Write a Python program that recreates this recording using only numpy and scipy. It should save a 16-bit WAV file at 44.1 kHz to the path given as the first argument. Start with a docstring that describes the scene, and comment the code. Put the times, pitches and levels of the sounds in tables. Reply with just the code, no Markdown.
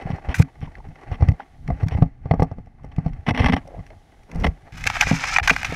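"""An ice-fishing hole, heard from under water through the microphone of a hanging camera.
A hooked fish struggles below: jolts of water and line thud in the housing, right at the microphone.
Something rasps along the housing, air gurgles up and the fish turns with a swish. At the end the line
saws over the rim of the ice overhead, catching and slipping, hollow between the walls of the hole.
Close by the line ticks and water washes past; behind it all lie a low rumble and a faint hiss."""
import sys
import numpy as np
from scipy import signal
from scipy.fft import rfft, irfft
from scipy.io import wavfile
from scipy.ndimage import uniform_filter1d

SR = 44100
rng = np.random.default_rng(int(sys.argv[2]) if len(sys.argv) > 2 else 0)


def int16_out(signal):
    """Quantize to a 16-bit WAV file."""
    q = np.round(np.clip(np.atleast_2d(signal).T, -1, 1) * 32767)
    wavfile.write(sys.argv[1], SR, q.astype(np.int16))


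N = 253575
TIME = np.arange(N) / SR

# Levels are relative: each source applies its own gains and filters on the way to the microphone.
# jolts of the housing: (time [s], thud level [dB], thud pitch [Hz], knock level [dB])
JOLTS = [(0.0541, -21, 136, -63), (0.1013, -16.5, 149, -30.5), (0.1304, -18.5, 114, -56),
         (0.284, -17, 64.7, -27), (0.3967, -0.5, 112.8, -21.5), (0.6273, -22, 124, -40),
         (.675, -36, 65, -47), (0.7788, -37, 54.7, -42.5), (0.884, -27, 111, -74),
         (1.1125, -17.5, 88.4, -31), (1.203, -16.5, 70, -33), (1.2211, -6, 95, -21.5),
         (1.2842, -5, 95.5, -27), (1.3142, -15.5, 111, -36), (1.6852, -16.5, 133, -31.5),
         (1.7009, -14.5, 147, -24), (1.7173, -16.5, 55.5, -53), (1.8294, -10.5, 93.4, -30),
         (1.861, -14.5, 127, -54), (1.918, -19, 87.4, -32), (1.9473, -13, 94.3, -29),
         (1.984, -17, 158, -31.5), (2.0209, -2, 133.7, -17), (2.2553, -20.5, 125.2, -30.5),
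         (2.3091, -8, 120, -14), (2.3366, -14, 177, -18), (2.3932, -13.5, 78.7, -16.5),
         (2.4203, -7, 153.3, -12), (2.5118, -24, 93.5, -30.5), (2.583, -28, 154, -39),
         (2.666, -42, 53, -47.5), (2.8425, -30.5, 142, -37.5), (2.9818, -11.5, 143, -27.5),
         (3.0606, -13.5, 146, -26), (3.184, -28, 79, -59), (3.2826, -11, 161, -24.5),
         (3.3086, -14.5, 130, -25), (3.401, -10.5, 81, -20), (3.442, -31, 204, -40),
         (3.4515, -12, 50.5, -45), (3.4965, -21, 214, -42), (3.5363, -12.5, 202, -19),
         (3.529, -18.5, 70, -45), (3.789, -26.5, 131, -39.5), (4.3545, -21, 148, -32),
         (4.368, -26, 166, -47), (4.4628, -20, 131, -23.5), (4.4771, -15, 53.7, -35),
         (4.8585, -27, 78, -31), (5.0684, -23.5, 136, -26), (5.112, -7, 181, -18.5),
         (5.131, -14.5, 169, -55), (5.4128, -21.5, 65, -40), (5.5106, -17, 187, -21.5),
         (5.7227, -25.5, 201, -24.5)]
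# low modes of the housing: (frequency [Hz], t60 [s], gain [dB])
HOUSING_MODES = [(33, 0.18, -17), (85, 0.055, -2.5), (159.5, 0.082, 1), (184.6, 0.1, -16), (269.5, 0.14, 6)]
# high modes of its shell: (frequency [Hz], width [Hz], lift [dB])
SHELL_MODES = [(1137, 43, 7.5), (1664, 15, 1.5), (2026, 160, 3.5), (2613, 58, 6), (3017, 99, 4.5),
               (4300, 46, 10), (4770, 40, -7), (5640, 120, 6), (8600, 300, 8), (10400, 750, 7)]
# spectrum of a knock on the housing: (frequency [Hz], level [dB])
KNOCK_COLOUR = [(150, 3), (260, -2), (340, -10), (480, -1), (590, -8.5), (700, -0.5), (850, -5),
                (1010, -21.5), (1170, -10), (1320, -25.5), (2000, -30.5), (3500, -52)]
# spectrum of the grating in a knock: (frequency [Hz], level [dB])
GRIT_COLOUR = [(600, -7.5), (830, 8.5), (1400, -16.5), (1750, -6.5), (2030, 9.5), (2420, -5.5), (2900, -12),
               (3800, -17), (5600, -12.5), (7300, -39), (8600, -32.5), (15000, -67)]
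# spectrum of the housing swaying to rest: (frequency [Hz], level [dB])
SWAY_COLOUR = [(50, -4.5), (90, -5.5), (150, 0.5), (205, -16), (265, -5), (330, -30)]

# the line catches on the ice and lets go: (time [s], level [dB], length [s], lift above 4 kHz [dB])
LINE_SLIPS = [(0.3429, -20, 0.004, 7.5), (.423, -27.5, 0.0022, 19.5), (4.839, -31.5, 0.004, 23.5),
              (4.867, -30, 0.0083, 28), (4.872, -21, 0.0042, 20), (4.9, -14.5, 0.0034, 8),
              (4.954, -26.5, 0.0076, -2), (4.966, -20, .006, 5), (5.01, -5.5, 0.001, 15.5),
              (5.013, -14.5, 0.0025, 20.5), (5.022, -19, 0.015, 10), (5.069, -22, .0033, -6),
              (5.238, -20, 0.0066, 8), (5.362, -8, 0.0046, -14), (5.384, -8.5, 0.004, 4),
              (5.396, -20.5, 0.0059, 3), (5.475, -10.5, .008, 12.5), (5.496, -11.5, 0.0056, 12),
              (5.503, -10.5, 0.0068, 7.5), (5.563, -14, 0.0029, 8.5), (5.631, -15.5, 0.0013, 13.5),
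              (5.646, -21.5, 0.0071, 15)]
# steady pulls of the line over the ice:
# (start [s], end [s], start level [dB], end level [dB], hiss level [dB], hiss lift above 7.9 kHz [dB])
LINE_PULLS = [(0.347, 0.425, -27, -35.5, -16, 14.5), (4.722, 4.848, -44, -35.5, -12, 1),
              (4.851, 5.015, -33, -25.5, -12.5, -3.5), (5.008, 5.201, -27, -27, -8.5, -7),
              (5.203, 5.377, -24, -25, -7.5, -13.5), (5.43, 5.64, -26, -33.5, -11, -3.5),
              (5.644, 5.76, -31, -28.5, -14.5, 1)]
# spectrum of crunching ice: (frequency [Hz], level [dB])
ICE_COLOUR = [(300, -14.5), (560, -7), (820, 12.5), (1100, 3), (1350, 9), (1800, 8), (2100, 7), (2400, 6.5),
              (3000, -3.5), (4200, -14), (6000, -14.5), (8500, -31), (15000, -38.5)]
# spectrum of the dragging line: (frequency [Hz], level [dB])
DRAG_COLOUR = [(290, -52), (500, -6), (671, -13.5), (770, 1.5), (934, 3), (1100, -8), (1280, 6), (1440, 0),
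               (1620, 4.5), (1880, 3), (2280, 6), (3120, -6), (4500, -9.5), (5850, -68), (9900, -120)]
# spectrum of the line's hiss: (frequency [Hz], level [dB])
LINE_HISS_COLOUR = [(3300, -16), (4100, -17), (5200, 4.5), (5600, 0), (6050, 1), (7400, -8), (8300, -12),
                    (9500, -13.5), (12300, -17), (15300, -27)]
# hollow resonances of the line on the rim: (frequency [Hz], width [Hz], lift [dB])
RIM_MODES = [(2384, 80, 2.5), (5450, 340, -4), (7540, 210, 2.5), (12400, 600, 0)]

# short slips against the housing: (time [s], level [dB], length [s])
HOUSING_SLIPS = [(0.012, -38.5, 0.012), (0.111, -36, 0.0091), (0.29, -36, 0.043), (0.614, -44.5, 0.049),
                 (1.121, -40, 0.037), (1.394, -47, 0.041), (1.91, -38, 0.037), (2.023, -30, 0.003),
                 (2.311, -25.5, 0.0027), (2.916, -46.5, 0.0098), (3.287, -18.5, 0.0087),
                 (3.307, -19.5, 0.004), (3.347, -24, 0.0045), (3.375, -17.5, 0.0043), (3.394, -20.5, 0.013),
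                 (3.444, -15, 0.0029), (3.46, -15.5, 0.0074), (3.484, -19, .0054), (3.495, -22, 0.0075),
                 (3.5225, -17.5, 0.0033), (3.532, -18, 0.011), (3.565, -22, 0.0045), (4.438, -24.5, 0.0036),
                 (4.443, -16, 0.0081), (4.467, -18, 0.0036)]
# longer rubs along it: (start [s], end [s], rub level [dB], shudder level [dB])
HOUSING_RUBS = [(3.266, 3.304, -21.5, -26), (3.339, 3.368, -30, -28), (3.376, 3.477, -24.5, -23),
                (3.494, 3.545, -41, -16.5), (3.56, 3.586, -34, -29.5)]
# spectrum of friction on the housing: (frequency [Hz], level [dB])
RASP_COLOUR = [(180, 7), (270, 6.5), (350, -16), (440, 3.5), (520, -4), (800, 4), (950, -2), (1400, -10),
               (2050, -2.5), (2600, -11.5), (3200, -11.5), (4300, -28.5), (5500, -24), (7200, -48),
               (8700, -43), (15000, -56)]

# the clearest bubbles: (time [s], level [dB], starting pitch [Hz], t60 [s])
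CLEAR_BUBBLES = [(.184, -26, 809, 0.021), (.674, -34, 880, 0.034), (.803, -34.5, 854, .032),
                 (1.032, -37.5, 800, .03), (1.398, -22.5, 770, 0.048), (1.404, -18, 1440, 0.0079),
                 (1.704, -20, 674, 0.051), (3.904, -39, 630, 0.14)]
# swell of the swish as the fish turns away: (time [s], level [dB])
SWISH_SWELL = [(4.29, -44.5), (4.36, -36), (4.41, -32), (4.47, -29), (4.51, -60)]
# spectrum of its eddies: (frequency [Hz], level [dB])
EDDY_COLOUR = [(110, 3), (170, 3.5), (300, -5), (420, -2.5), (800, -9.5), (1100, -17), (2500, -23.5)]
# clear flicks of the line on the housing: (time [s], level [dB], lift above 4 kHz [dB])
LINE_FLICKS = [(0.753, -39, -21), (0.956, -45.5, -19), (1.286, -27, -9.5), (1.677, -34.5, -8),
               (1.884, -31, 0), (2.312, -26, -29), (2.405, -46, 6), (2.429, -39, 9), (2.848, -74, 23.5),
               (2.963, -46, 0), (3.08, -42, -17), (3.133, -46, -7), (3.675, -51, 8), (3.865, -43.5, -3.5),
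               (3.903, -41.5, -27), (4.315, -40.5, 3.5), (4.358, -53.5, 17), (4.399, -52, 14)]
# spectrum of a tick: (frequency [Hz], level [dB])
TICK_COLOUR = [(900, -3.5), (2100, 5), (3000, -6), (3800, -13), (5600, -7), (7300, -18), (8700, -21.5),
               (15000, -29)]

# level of the background wash, which ducks after the loud knock at 2 s: (time [s], level [dB])
WASH_LEVEL = [(0.0, -41.5), (0.21, -44), (0.6, -61), (1.27, -48), (1.42, -57), (1.67, -66), (1.85, -46),
              (2.05, -60), (2.3, -72), (2.43, -56.5), (2.64, -70), (3.07, -55.5), (3.24, -62),
              (3.62, -54.5), (4.058, -62), (4.28, -60.5), (4.492, -60), (4.72, -54.5)]
# spectrum of the washing water: (frequency [Hz], level [dB])
WASH_COLOUR = [(250, -1), (380, -1), (580, -5.5), (690, 1.5), (820, 3.5), (990, -13.5), (1750, -10),
               (2050, -10), (2500, -18), (3500, -31.5), (6000, -36), (12000, -58)]
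# spectrum of the low rumble: (frequency [Hz], level [dB])
RUMBLE_COLOUR = [(18, -2.5), (38, 0.5), (70, -6), (150, -8.5), (200, -19.5), (260, -18.5), (330, -31)]
# background hiss, which sinks for a while: (time [s], level [dB])
FLOOR_LEVEL = [(2.0, -71.5), (2.1, -82.5), (2.8, -82), (3.6, -70)]
# spectrum of that hiss: (frequency [Hz], level [dB])
FLOOR_HISS_COLOUR = [(3000, 2), (4500, -4), (6300, -5), (7500, -10), (11300, -10), (13000, -23.5),
                     (15000, -18)]


def housing_jolts(stir, crest_cycles=0.63, sharpness=2.57, blow_db=-1, rattle_db=-5, tail_db=-16,
                  sway_db=-26, knock_s=0.006):
    """At the microphone: a jolt swings the housing a cycle or two, knocks and grates; it sways to rest."""
    thuds, knocks, grits, sways = np.zeros((4, N))
    rattle, grains = crackle(2500, 3.5), crackle(5000, 2.8)
    t = TIME[:SR // 10]
    for s, db, hz, knock_db in JOLTS + jostles(stir):
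        cycles = t * hz
        swell = (cycles / crest_cycles * np.exp(1 - cycles / crest_cycles)) ** sharpness
        add(thuds, s, undb(db) * swell * np.sin(2 * np.pi * cycles))
        add(sways, s + 1 / hz, undb(db + sway_db) * burst(rattle, s, 0.034, 0.008))
        # contact comes as the first swing builds: one clean blow, then a short rattle
        contact = s + .27 / hz
        add(knocks, contact, undb(knock_db + blow_db) * np.sqrt([knock_s * SR]))
        add(knocks, contact, undb(knock_db + rattle_db) * burst(rattle, contact, knock_s, 0.0079))
        add(knocks, contact, undb(knock_db + tail_db) * burst(rattle, contact + 0.0072, 0.02, 0.013))
        # the grit is louder with harder knocks and louder wash
        grit_db = 2 + 0.66 * knock_db + 0.46 * wash_db(s)
        add(grits, contact, undb(grit_db) * burst(grains, contact, 0.0028, 0.0027))
    body = thuds + housing_ring(thuds) + colour(sways, SWAY_COLOUR)
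    return body + colour(knocks, KNOCK_COLOUR) + resonate(colour(grits, GRIT_COLOUR), SHELL_MODES)


def jostles(stir, per_s=16, db=-26, spread_db=3, hz=112, pitch_spread=0.3, knock_db=-15):
    """Small jolts that come by chance, as strong as the water is stirred; rows like JOLTS."""
    s, size, pitch = scatter(per_s).T
    level_db = db + 20 * np.log10(np.interp(s, TIME, stir)) + spread_db * size
    rows = np.column_stack([s, level_db, hz * np.exp(pitch_spread * pitch), level_db + knock_db])
    return list(rows[s < TIME[-1] - .05])


def housing_ring(thuds):
    """The housing rings low around the microphone, each mode dying away at its own rate."""
    out = 0
    for hz, t60, db in HOUSING_MODES:
        pole = np.exp((2j * np.pi * hz - np.log(1000) / t60) / SR)
        mode = signal.lfilter([1], [1, -pole], thuds + 1e-18).real
        out = out + 2 * undb(db) * (1 - abs(pole)) * mode
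    return out


def line_sawing(slip_db=-3.5, drag_db=-3, hiss_db=-1, patchy_db=2.5, shake_db=-36,
                chip_hz=1900, chip_spread=0.375, chip_width_hz=320, chip_db=5):
    """Overhead: the line hisses over the ice rim, shakes the housing and crunches free of each catch."""
    force, catches = np.zeros(N), crackle(9000, 3.3)
    for s, db, length, crisp_db in LINE_SLIPS:
        # every chip of ice rings at pitches of its own
        pitches = chip_hz * np.exp(chip_spread * rng.uniform(-1.014, 1, size=2))
        chip_modes = [(hz, chip_width_hz, chip_db) for hz in pitches]
        crunch = crispen(burst(catches, s, length, 0.0015), crisp_db)
        add(force, s, undb(db + slip_db) * resonate(crunch, chip_modes))
    grip = unit(undb(patchy_db * wander(110)))
    drag = colour(crackle(6000, 5.7), DRAG_COLOUR)
    hiss = colour(crackle(12000, 13.6), LINE_HISS_COLOUR)
    rim, pulling = colour(force, ICE_COLOUR), np.zeros(N)
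    for start, end, start_db, end_db, top_db, bite_db in LINE_PULLS:
        pull = grip * stroke([start, end], [start_db, end_db])
        rim += pull * (undb(drag_db) * drag + undb(top_db + hiss_db) * crispen(hiss, bite_db, hz=7900))
        pulling += stroke([start, end], [0, 0])
    shake = undb(shake_db) * colour(pulling * rng.standard_normal(N), RUMBLE_COLOUR)
    return hole_echoes(resonate(rim, RIM_MODES)) + shake


def hole_echoes(x, lag_s=.0021, drift=0.065, echo=0.33):
    """Sound bounces between the walls of the hole; the path shifts as the contact slides round the rim."""
    lag = lag_s * np.exp(drift * wander(7))
    return sum((-echo) ** k * np.interp(TIME - k * lag, TIME, x) for k in range(3))


def housing_rasp(rub_db=-2, patchy_db=3, shudder_db=-1, shudder_hz=261, release_s=0.0028):
    """At the microphone: something drags along the housing in fits and starts and makes it shudder."""
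    force, shudder = np.zeros((2, N))
    catches = crackle(3500, 1.5)
    for s, db, length in HOUSING_SLIPS:
        add(force, s, undb(db) * crispen(burst(catches, s, length, release_s), 1.1))
    rub = crackle(5000, 3) * unit(undb(patchy_db * wander(160)))
    for start, end, db, low_db in HOUSING_RUBS:
        contact = stroke([start, end], [0, 0])
        force += undb(db + rub_db) * contact * rub
        shudder += undb(low_db + shudder_db) * contact
    peak = [(shudder_hz / 2, -10), (0.84 * shudder_hz, -13), (shudder_hz, 0), (1.103 * shudder_hz, -28)]
    ring = colour(rng.standard_normal(N), peak)
    return resonate(colour(force, RASP_COLOUR), SHELL_MODES) + shudder * ring


def bubbles(glide=0.2, onset_s=0.00064, wobble_rad=0.67, ring_s=0.029, spread_db=3, pitch_spread=.12,
            gurgle_db=-32, gurgle_hz=597, stray_hz=830, over_wash_db=13):
    """Nearby: air pockets ring, wobble when squeezed and rise in pitch; strays follow the wash level."""
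    out, squeeze = np.zeros(N), wobble_rad * wander(600)
    gurgle = [(s, gurgle_db + spread_db * size, gurgle_hz * np.exp(pitch_spread * pitch), ring_s)
              for s, size, pitch in scatter(per_s=85, start=3.65, end=3.78)]
    strays = [(s, wash_db(s) + over_wash_db + spread_db * size,
               stray_hz * np.exp(pitch_spread * pitch), ring_s) for s, size, pitch in scatter(per_s=7)]
    for s, db, hz, t60 in CLEAR_BUBBLES + gurgle + strays:
        bend = squeeze[int(s * SR):][:int(t60 * SR)]
        t = TIME[:len(bend)]
        phase = 2 * np.pi * hz * t * (1 + .5 * glide * t / t60) + bend
        envelope = np.exp(-np.log(1000) * t / t60) * (1 - np.exp(-t / onset_s))
        add(out, s, undb(db) * envelope * np.sin(phase))
    return out


def fish_swish(eddy_db=2.5, fizz_db=-20):
    """From below: the turning fish sweeps eddies past the housing, and fine crackle with them."""
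    fizz = undb(fizz_db) * colour(crispen(crackle(500, 7.1) + 1e-18, 3.8), TICK_COLOUR)
    eddies = colour(rng.standard_normal(N), EDDY_COLOUR)
    return (eddies + fizz) * stroke(*np.transpose(SWISH_SWELL)) * undb(eddy_db * wander(70))


def line_ticks(length_s=0.0033, release_s=0.0012, gain_db=-3, over_wash_db=2, spread_db=4,
               faint_crisp_db=-3):
    """Close up: the line flicks the housing, a few times clearly, else faintly, near the wash level."""
    force, catches = np.zeros(N), crackle(6000, 1.3)
    faint = [(s, wash_db(s) + over_wash_db + spread_db * size, faint_crisp_db + spread_db * edge)
             for s, size, edge in scatter(per_s=7)]
    for s, db, crisp_db in LINE_FLICKS + faint:
        add(force, s, undb(db + gain_db) * crispen(burst(catches, s, length_s, release_s), crisp_db))
    return resonate(colour(force, TICK_COLOUR), SHELL_MODES)


def water(stir, wash_gain_db=1, stirred_wash_db=-45, calm_rumble_db=-50, stirred_rumble_db=-25,
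          flicker_db=5, heave_db=4.5, tick_db=-8):
    """All around: water washes and ticks on the housing over a heaving rumble; both swell when stirred."""
    force = rng.standard_normal(N) + undb(tick_db) * crackle(100, 4)
    wash = resonate(colour(force, WASH_COLOUR), SHELL_MODES)
    wash *= np.hypot(undb(wash_db(TIME) + wash_gain_db), undb(stirred_wash_db) * stir)
    flicker_depth = np.interp(wash_db(TIME), [-68, -52], [0, 1])  # quiet wash is steady
    wash *= undb(flicker_db * flicker_depth * wander(65))
    rumble = colour(rng.standard_normal(N), RUMBLE_COLOUR)
    rumble *= np.hypot(undb(calm_rumble_db), undb(stirred_rumble_db) * stir)
    rumble *= undb(heave_db * wander(18))
    return wash + rumble


def stirring(rise_s=0.03, settle_s=0.036, db_per_db=0.39):
    """How strongly the water is stirred: each jolt's wake builds just before it and settles after."""
    t = TIME[::SR // 1000]
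    power = 0
    for s, db, _, _ in JOLTS:
        fade = np.maximum((s - t) / rise_s, (t - s) / settle_s)
        power = power + undb(db_per_db * db) ** 2 * np.exp(-2 * np.minimum(fade, 20))
    return np.interp(TIME, t, np.sqrt(power))


def wash_db(s):
    """Level of the background wash at the given times."""
    return np.interp(s, *np.transpose(WASH_LEVEL))


def background_hiss():
    """Behind everything: a faint high hiss that sinks for a while midway."""
    level_db = np.interp(TIME, *np.transpose(FLOOR_LEVEL))
    return colour(rng.standard_normal(N), FLOOR_HISS_COLOUR) * undb(level_db)


def crackle(per_s, spread_db):
    """Tiny catches of friction: random clicks of uneven size, rms one."""
    size = undb(spread_db * np.clip(rng.standard_normal(N), -2, 2))
    return unit((rng.random(N) < per_s / SR) * size * np.sign(rng.standard_normal(N)))


def burst(catches, s, length_s, release_s):
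    """One slip: a sharp start, a sagging run of catches, a quick release; energy grows with length."""
    t = TIME[:int((length_s + 10 * release_s) * SR)]
    shape = np.exp(-.5 * t / length_s - np.maximum(t - length_s, 0) / release_s)
    x = catches[int(s * SR):][:len(t)]
    x = x * shape[:len(x)]
    return x * np.sqrt(length_s * SR / (np.sum(x ** 2) + 1e-18))


def stroke(times, db, edge_s=0.0046):
    """Gain of one stroke through the given levels, with quick edges."""
    inside = (TIME >= times[0]) & (TIME <= times[-1])
    return uniform_filter1d(inside * undb(np.interp(TIME, times, db)), int(edge_s * SR))


def crispen(x, db, hz=4000):
    """A harder contact lifts the treble, a softer one dulls it."""
    treble = signal.sosfiltfilt(signal.butter(2, hz, "high", fs=SR, output="sos"), x, padtype=None)
    return x + (undb(db) - 1) * treble


def resonate(x, modes):
    """Lift or cut a sound at each narrow resonance."""
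    for hz, width, db in modes:
        x = x + (undb(db) - 1) * signal.lfilter(*signal.iirpeak(hz, hz / width, fs=SR), x)
    return x


def colour(x, points, size=4096):
    """Filter of unit power gain through (frequency [Hz], level [dB]) points, falling away beyond them."""
    hz, db = np.transpose(points)
    octave = np.log2(np.maximum(np.arange(size // 2 + 1), .5) * SR / size)
    beyond = np.abs(octave - np.clip(octave, np.log2(hz[0]), np.log2(hz[-1])))
    skirt_db = np.minimum(40 * beyond, 70)
    cepstrum = irfft(np.log(undb(np.interp(octave, np.log2(hz), db) - skirt_db)))
    # minimum phase: nothing rings before it is struck
    cepstrum[1:size // 2] *= 2
    cepstrum[size // 2 + 1:] = 0
    response = irfft(np.exp(rfft(cepstrum)))
    return signal.fftconvolve(x, response / np.linalg.norm(response))[:N]


def wander(per_s):
    """Smooth random wander with a spread of one."""
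    step = int(SR / per_s)
    held = np.repeat(rng.standard_normal(N // step + 1), step)
    return unit(uniform_filter1d(held, step)[:N])


def scatter(per_s, start=0., end=N / SR):
    """Loosely spaced chance events: rows of a time [s] and two random deviations with a spread of one."""
    dice = np.random.default_rng(rng.integers(2 ** 31)).random((int((end - start) * per_s), 3))
    s = start + (np.arange(len(dice)) + dice[:, 0]) / per_s
    return np.column_stack([s, np.sqrt(12) * (dice[:, 1:] - .5)])


def undb(db):
    """Decibels to gain."""
    return 10 ** (np.asarray(db) / 20)


def unit(x):
    """Scale to an rms of one."""
    return x / np.sqrt(np.mean(x ** 2) + 1e-18)


def add(out, s, x):
    """Mix a short sound in at a time."""
    i = max(int(s * SR), 0)
    out[i:i + len(x)] += x[:N - i]


def scene():
    """Everything reaches the one submerged microphone through the housing."""
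    stir = stirring()
    struggle = housing_jolts(stir) + housing_rasp() + fish_swish() + line_sawing() + line_ticks()
    return (struggle + bubbles() + water(stir) + background_hiss())[None]


def record(dry):
    """The camera clips the largest swings and cuts the treble above 15.55 kHz."""
    lowpass = signal.ellip(8, .2, 70, 15550, fs=SR, output="sos")
    return signal.sosfilt(lowpass, np.clip(dry, -1, 1))


dry = scene()
out = record(dry)
int16_out(out)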